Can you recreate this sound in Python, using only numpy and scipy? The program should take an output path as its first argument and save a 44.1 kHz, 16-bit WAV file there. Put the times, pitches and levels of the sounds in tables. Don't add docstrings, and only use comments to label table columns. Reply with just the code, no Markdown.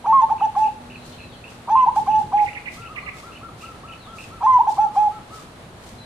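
import sys
import numpy as np
from scipy import signal
from scipy.fft import rfft, irfft
from scipy.io import wavfile
from scipy.ndimage import uniform_filter1d

SR = 44100
rng = np.random.default_rng(int(sys.argv[2]) if len(sys.argv) > 2 else 0)


def master_out(mix):
    frames = np.transpose(np.atleast_2d(mix))
    ceiling = np.clip(frames, -1, 1)
    pcm = np.round(ceiling * 32767).astype(np.int16)
    wavfile.write(sys.argv[1], SR, pcm)


N = 266805
SLACK_HZ = 715


def dove(rasp_db=-47, wet_db=-22):
    # (time [s], low part [s], high part [s], high pitch [Hz], pause before flick [s],
    # rise of flick [Hz], level [dB])
    whoops = [(.0605, 0.065, 0.091, 1077, -.003, 51.3, -9), (1.6931, 0.061, .098, 1039, 0.0085, 266, -9),
              (4.4256, .039, .122, 1026, -.003, 258, -8)]
    # (time [s], length [s], pitch [Hz], level [dB])
    coos = [(0.298, 0.04, 974, -11), (0.4102, 0.062, 898, -11), (0.559, 0.13, 869, -12),
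            (1.96, 0.041, 951, -9), (2.0716, 0.15, 863.6, -11.5), (2.3267, 0.13, 840.7, -12),
            (4.6682, .0383, 967, -9), (4.778, 0.092, 868.7, -9.5), (4.9603, 0.13, 847.4, -10.5)]
    # (delay [s], gain [ratio])
    paths_left = [(4e-05, .923), (.00641, .1), (.00891, .17), (.01122, .26), (.03462, .15), (.04279, .14)]
    paths_right = [(0, 1.055), (.01118, .2), (.02378, .115), (.03127, .09), (.03825, .11), (.04646, .15)]
    # (delay [s], level [dB])
    far_echoes = [(.068, -28.5), (.115, -26), (.175, -33)]
    voice, overtones = np.zeros(N), np.zeros(N)
    for call in [whoop(*row) for row in whoops] + [coo(*row) for row in coos]:
        for s, parts in call:
            for layer, part in zip((voice, overtones), parts):
                add(layer, s, part)
    overtones *= amp(3.03 * wander(30))
    rasp = amp(rasp_db) * voice * wander(2500)
    voice += overtones + rasp
    ears = np.zeros((2, N))
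    for ear, paths in zip(ears, (paths_left, paths_right)):
        for delay, gain in paths:
            add(ear, delay, gain * voice)
        for delay, db in far_echoes:
            add(ear, delay, amp(db) * voice)
    return ears + amp(wet_db) * garden(voice)


def whoop(s, low_s, high_s, high_hz, pause_s, rise_hz, db, low_hz=891.3, overlap_s=0.0056):
    onset = squeak(s + .003, length=.031, db=-17.5)
    low = note(low_s + overlap_s, low_hz, db - 1.9, attack=0.034, release=0.0077, scoop=low_hz - SLACK_HZ)
    high = note(high_s, high_hz, db, attack=0.0035, release=0.013,
                glide=-108, scoop=86, buzz_db=-4.5, hollow_db=-2.5)
    flick = note(.04, low_hz, db + 1, attack=0.03, release=0.015, glide=rise_hz, hollow_db=-4.5)
    return [onset, (s, low), (s + low_s, high), (s + low_s + high_s + pause_s, flick)]


def coo(s, length, pitch, db, end_hz=758.5):
    onset = squeak(s, length=.018, db=-22)
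    tone = note(length, pitch, db, attack=0.021, release=min(0.037, 0.36 * length),
                scoop=pitch - SLACK_HZ, sag=pitch - end_hz)
    return [onset, (s, tone)]


def note(length, pitch, db, attack, release, glide=0, scoop=0, sag=0, buzz_db=3, hollow_db=-1):
    # (frequency [Hz], relative level [dB])
    throat = [(1450, -29), (1700, -43.5), (2100, -34), (2550, -44), (3100, -44), (3450, -47), (4200, -57.5),
              (5100, -53.5), (5600, -52.5), (6050, -42), (6400, -56), (8000, -68)]
    bend_s, buzz_attack_s, buzz_decay_s = .012, 0.0039, 0.03
    tremble_hz, husk_db = 3.9, 2
    t = clock(length)
    bend = scoop * np.exp(-t / bend_s) + sag * np.exp((t - length) / bend_s)
    hz = pitch + glide * (t / length - .5) - bend + tremble_hz * tremble(len(t))
    phase = 2 * np.pi * np.cumsum(hz) / SR
    fill = np.sin(np.pi / 2 * np.minimum(t / attack, 1))
    fade = amp(db) * np.sin(np.pi / 2 * np.minimum((length - t) / release, 1))
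    buzz = np.minimum(t / buzz_attack_s, 1) * amp(hollow_db + buzz_db * np.exp(-t / buzz_decay_s))
    overtones = sum(amp(read(throat, k * hz) + husk_db * tremble(len(t))) * np.sin(k * phase)
                    for k in range(2, 9))
    return fade * np.array([fill * np.sin(phase), buzz * overtones])


def squeak(note_s, length, db, from_hz=830, to_hz=1160, rough_hz=90, overlap_s=.004):
    count = len(clock(length))
    hz = np.geomspace(from_hz, to_hz, count) + rough_hz * tremble(count)
    tone = whistle(hz, db, fade=0.58) * np.linspace(0, 1, count)
    return note_s + overlap_s - length, [tone]


def tremble(count):
    return evened(uniform_filter1d(rng.standard_normal(SR // 2), size=90))[:count]


def yelper(level_db=-39, fade_db_per_s=1.9, hz_per_db=90, echo_s=.032, echo_db=-10):
    # (time [s], length [s], top pitch [Hz])
    yelps = [(2.763, 0.13, 1373), (2.883, 0.077, 1298), (2.952, 0.042, 1314), (3.023, 0.07, 1290),
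             (3.123, 0.053, 1386), (3.229, 0.089, 1385), (3.409, 0.09, 1377), (3.615, 0.12, 1350),
             (3.832, 0.12, 1349), (4.064, .12, 1352), (4.304, .09, 1360), (4.774, 0.11, 1377),
             (4.902, 0.07, 1290), (4.984, 0.064, 1376), (5.105, 0.094, 1350), (5.295, 0.11, 1315)]
    scoop_hz, scoop_s, drop_hz, drop_s = 420, 0.01068, 250, 0.0126
    out = np.zeros(N)
    for s, length, top_hz in yelps:
        t = clock(length)
        below_hz = scoop_hz * np.exp(-t / scoop_s) + drop_hz * np.exp((t - length) / drop_s)
        db = level_db - fade_db_per_s * (s - yelps[0][0]) - below_hz / hz_per_db
        yelp = whistle(top_hz - below_hz, db, fade=0.091)
        add(out, s, yelp)
        add(out, s + echo_s, amp(echo_db) * yelp)
    return placed(out * amp(2.9 * wander(54)), lag_ms=0.088, pan_db=2, wet_db=-8.5)


def tweeter(low_hz=2500, level_db=-44, hollow_db=9, lean_db=4):
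    tweets = [0.378, 0.62, 0.897, 1.18, 1.437, 1.751, 2.095, 2.491, 2.815, 3.314, 3.605, 3.874, 4.182]
    # (delay [s], length [s], mean arch height [Hz])
    syllables = [(.002, 0.02585, 404.6), (.035, 0.0309, 443)]
    out = np.zeros(N)
    for s in tweets:
        for after, length, arch_hz in syllables:
            progress = np.linspace(0, 1, len(clock(length)))
            arch = np.sin(np.pi * progress) ** 2
            hz = low_hz + arch_hz * arch * (1 + 0.13 * rng.standard_normal())
            db = level_db + hollow_db * (.4 - arch) + lean_db * (progress - .5)
            add(out, s + after, whistle(hz, db, fade=.2))
    return placed(out * amp(4.2 * wander(160)), lag_ms=0.027, pan_db=-3.0, wet_db=-3.0)


def scolder(dip_hz=1930, top_hz=2680, rough_hz=290, rattle_hz=270, flick_db=7):
    # (time [s], level [dB])
    scolds = [(2.366, -37), (2.457, -34.5), (2.546, -35.5), (2.653, -33), (2.955, -33.5), (3.059, -34)]
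    out, t = np.zeros(N), clock(.043)
    progress = t / t[-1]
    hz = top_hz - (top_hz - dip_hz) * np.sin(np.pi * progress) ** 2
    flick = np.exp(-((progress - .7) / .17) ** 2)
    rattle = np.sin(2 * np.pi * np.cumsum(rattle_hz * (1 + 0.308 * wander(204.3))) / SR)
    for s, db in scolds:
        rough = rattle[round(s * SR):][:len(t)] * (1 - flick)
        add(out, s, whistle(hz + rough_hz * rough, db + 3 * rough + flick_db * flick, fade=0.43))
    return placed(out, lag_ms=0.21, pan_db=-9.5, wet_db=-4.5)


def whistlers(flutter_db=3.5, twitter_hz=4300, spread_hz=330, count=12):
    # (time [s], length [s], start pitch [Hz], end pitch [Hz], warble [Hz], level [dB])
    whistles = [(1.124, 0.018, 3830, 2850, 83, -49), (1.32, 0.03, 3860, 2850, 85, -49),
                (3.019, 0.043, 4230, 4210, 53, -59.5), (3.978, .13, 4630, 3220, 140, -55.5),
                (5.976, 0.1, 4130, 3900, 15, -53)]
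    slur_s, fall_hz, warble_hz, slur_db = 0.026, 300, 110, -56
    out, waver = np.zeros(N), np.tanh(wander(120))
    tops = twitter_hz + spread_hz * rng.uniform(-0.7, 1, count)
    times = np.linspace(0.94, 1.35, count)
    twitter = [(s, slur_s, hz, hz - fall_hz, warble_hz, slur_db) for s, hz in zip(times, tops)]
    for s, length, start_hz, end_hz, warble, db in whistles + twitter:
        t = clock(length)
        hz = end_hz + (start_hz - end_hz) * (1 - t / t[-1]) ** 1.6
        hz += warble * np.roll(waver, -round(s * SR))[:len(t)]
        add(out, s, whistle(hz, db))
    return placed(out * amp(flutter_db * wander(90)), lag_ms=0, pan_db=5, wet_db=4)


def sweeping(decay_s=.083, grain_db=2.0, clump_db=1.14):
    # (peak time [s], rise [s], level [dB])
    swishes = [(.597, 0.019, -47.5), (1.067, 0.017, -47.5), (1.509, 0.017, -51), (1.965, 0.0084, -44),
               (2.2, .014, -50), (2.435, .018, -48.5), (2.746, .024, -46), (3.195, .03, -46.5),
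               (3.622, 0.026, -47), (4.225, 0.053, -47), (4.697, 0.0043, -42), (4.97, 0.021, -48.5),
               (5.37, 0.043, -46.8), (5.885, .042, -49)]
    # (frequency [Hz], relative level [dB])
    leaf_spectrum = [(500, -15.5), (1500, -8.5), (3000, -0.5), (4700, 0.5), (6500, -2), (8300, -2.5),
                     (10500, -9), (13000, -13.5), (15500, -18)]
    t, power = np.arange(N) / SR, np.zeros(N)
    for s, rise, db in swishes:
        before, after = np.minimum(t - s, 0), np.maximum(t - s, 0)
        power += amp(db) ** 2 * np.exp(-(before / rise) ** 2 - 2 * after / decay_s)
    crackle = rng.standard_normal((2, N)) * amp(grain_db * wander(600) + clump_db * wander(50))
    return np.sqrt(power) * coloured(crackle, leaf_spectrum)


def air(wash_db=-42, rumble_hz=500, hum_hz=245, sizzle_hz=9800, sizzle_db=-69):
    # (frequency [Hz], relative spectral density [dB])
    wash_spectrum = [(20, -12.5), (38, -9), (60, -1.5), (78, -4.5), (102, 1), (160, -3.5), (300, -8),
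                     (800, -10), (1300, -14), (2500, -20.5), (4300, -23), (5100, -29.5), (9900, -31),
                     (15500, -47.5)]
    # (frequency [Hz], correlation [ratio])
    coherence = [(60, 0.99), (170, .95), (350, 0.84), (700, 0.65), (1400, 0.044), (2800, 0.042),
                 (10000, 0.044)]
    # (time [s], level [dB])
    motor_levels = [(0, -51), (.4, -48), (1.1, -46.5), (2, -54), (4.1, -55), (4.7, -60.5), (6.05, -52.5)]
    swell_s, swell_width_s, swell_db = 2.22, 0.2, 5.5
    t, hz = np.arange(N) / SR, np.fft.rfftfreq(N, 1 / SR)
    left, independent = rfft(rng.standard_normal((2, N)))
    alike = np.clip(read(coherence, hz), -1, 1)
    right = alike * left + np.sqrt(1 - alike ** 2) * independent
    wash = amp(wash_db) * coloured(irfft([left, right], N), wash_spectrum)
    rumble = irfft(rfft(wash) / (1 + (hz / rumble_hz) ** 4), N)
    hiss = (wash - rumble) * amp(.5 * wander(10))
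    rumble *= amp(swell_db * np.exp(-((t - swell_s) / swell_width_s) ** 2) + .9 * wander(14))
    hum_db = np.interp(t, *np.transpose(motor_levels)) + 2 * wander(11)
    hum = amp(hum_db) * np.sin(2 * np.pi * np.cumsum(hum_hz + 4 * wander(7.2)) / SR)
    sizzle = np.array([wander(450), wander(450)]) * np.sin(2 * np.pi * sizzle_hz * t)
    return hiss + rumble + hum + amp(sizzle_db) * sizzle


def placed(x, lag_ms, pan_db, wet_db):
    t = np.arange(N) / SR
    left = np.interp(t - lag_ms / 1000, t, x)
    return np.array([left * amp(pan_db / 2), x * amp(-pan_db / 2)]) + amp(wet_db) * garden(x)


def garden(x):
    # (frequency [Hz], time to fall 60 dB [s])
    decay_times = [(300, 0.29), (900, 0.78), (1400, 0.65), (2500, 0.63), (8000, 0.28)]
    taps = rng.standard_normal((2, SR)) * (rng.random((2, SR)) < .05)
    hz, t, bands = signal.stft(taps, SR, nperseg=256)
    decay = amp(-60 * t / read(decay_times, hz)[:, None])
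    early = np.minimum(t / .008, 1) * (1 + np.exp(-t / .02))
    tail = signal.istft(bands * decay * early, SR, nperseg=256)[1]
    return signal.fftconvolve(x[None], tail / np.linalg.norm(tail[0]), axes=1)[:, :N]


def whistle(hz, db, fade=0.16):
    return amp(db) * signal.windows.tukey(len(hz), fade) * np.sin(2 * np.pi * np.cumsum(hz) / SR)


def wander(rate_hz):
    lowpass = np.exp(-(np.fft.rfftfreq(N, 1 / SR) / rate_hz) ** 2)
    return evened(irfft(rfft(rng.standard_normal(N)) * lowpass, N))


def coloured(x, points):
    return evened(irfft(rfft(x) * amp(read(points, np.fft.rfftfreq(N, 1 / SR))), N))


def read(points, hz):
    f, value = np.transpose(points)
    return np.interp(np.log(hz + 1), np.log(f + 1), value)


def amp(db):
    return 10 ** (np.asarray(db) / 20)


def evened(x):
    return x / np.sqrt(np.mean(x ** 2) + 1e-20)


def add(mix, s, sound):
    part = mix[max(round(s * SR), 0):][:len(sound)]
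    part += sound[:len(part)]


def clock(length):
    return np.arange(max(int(length * SR), 8)) / SR


def scene():
    return dove() + yelper() + tweeter() + scolder() + whistlers() + sweeping() + air()


def record(dry, edge_hz=15500):
    lowpass = signal.firwin(511, edge_hz, window=("kaiser", 9), fs=SR)
    return signal.oaconvolve(dry, lowpass[None], "same")


dry = scene()
out = record(dry)
master_out(out)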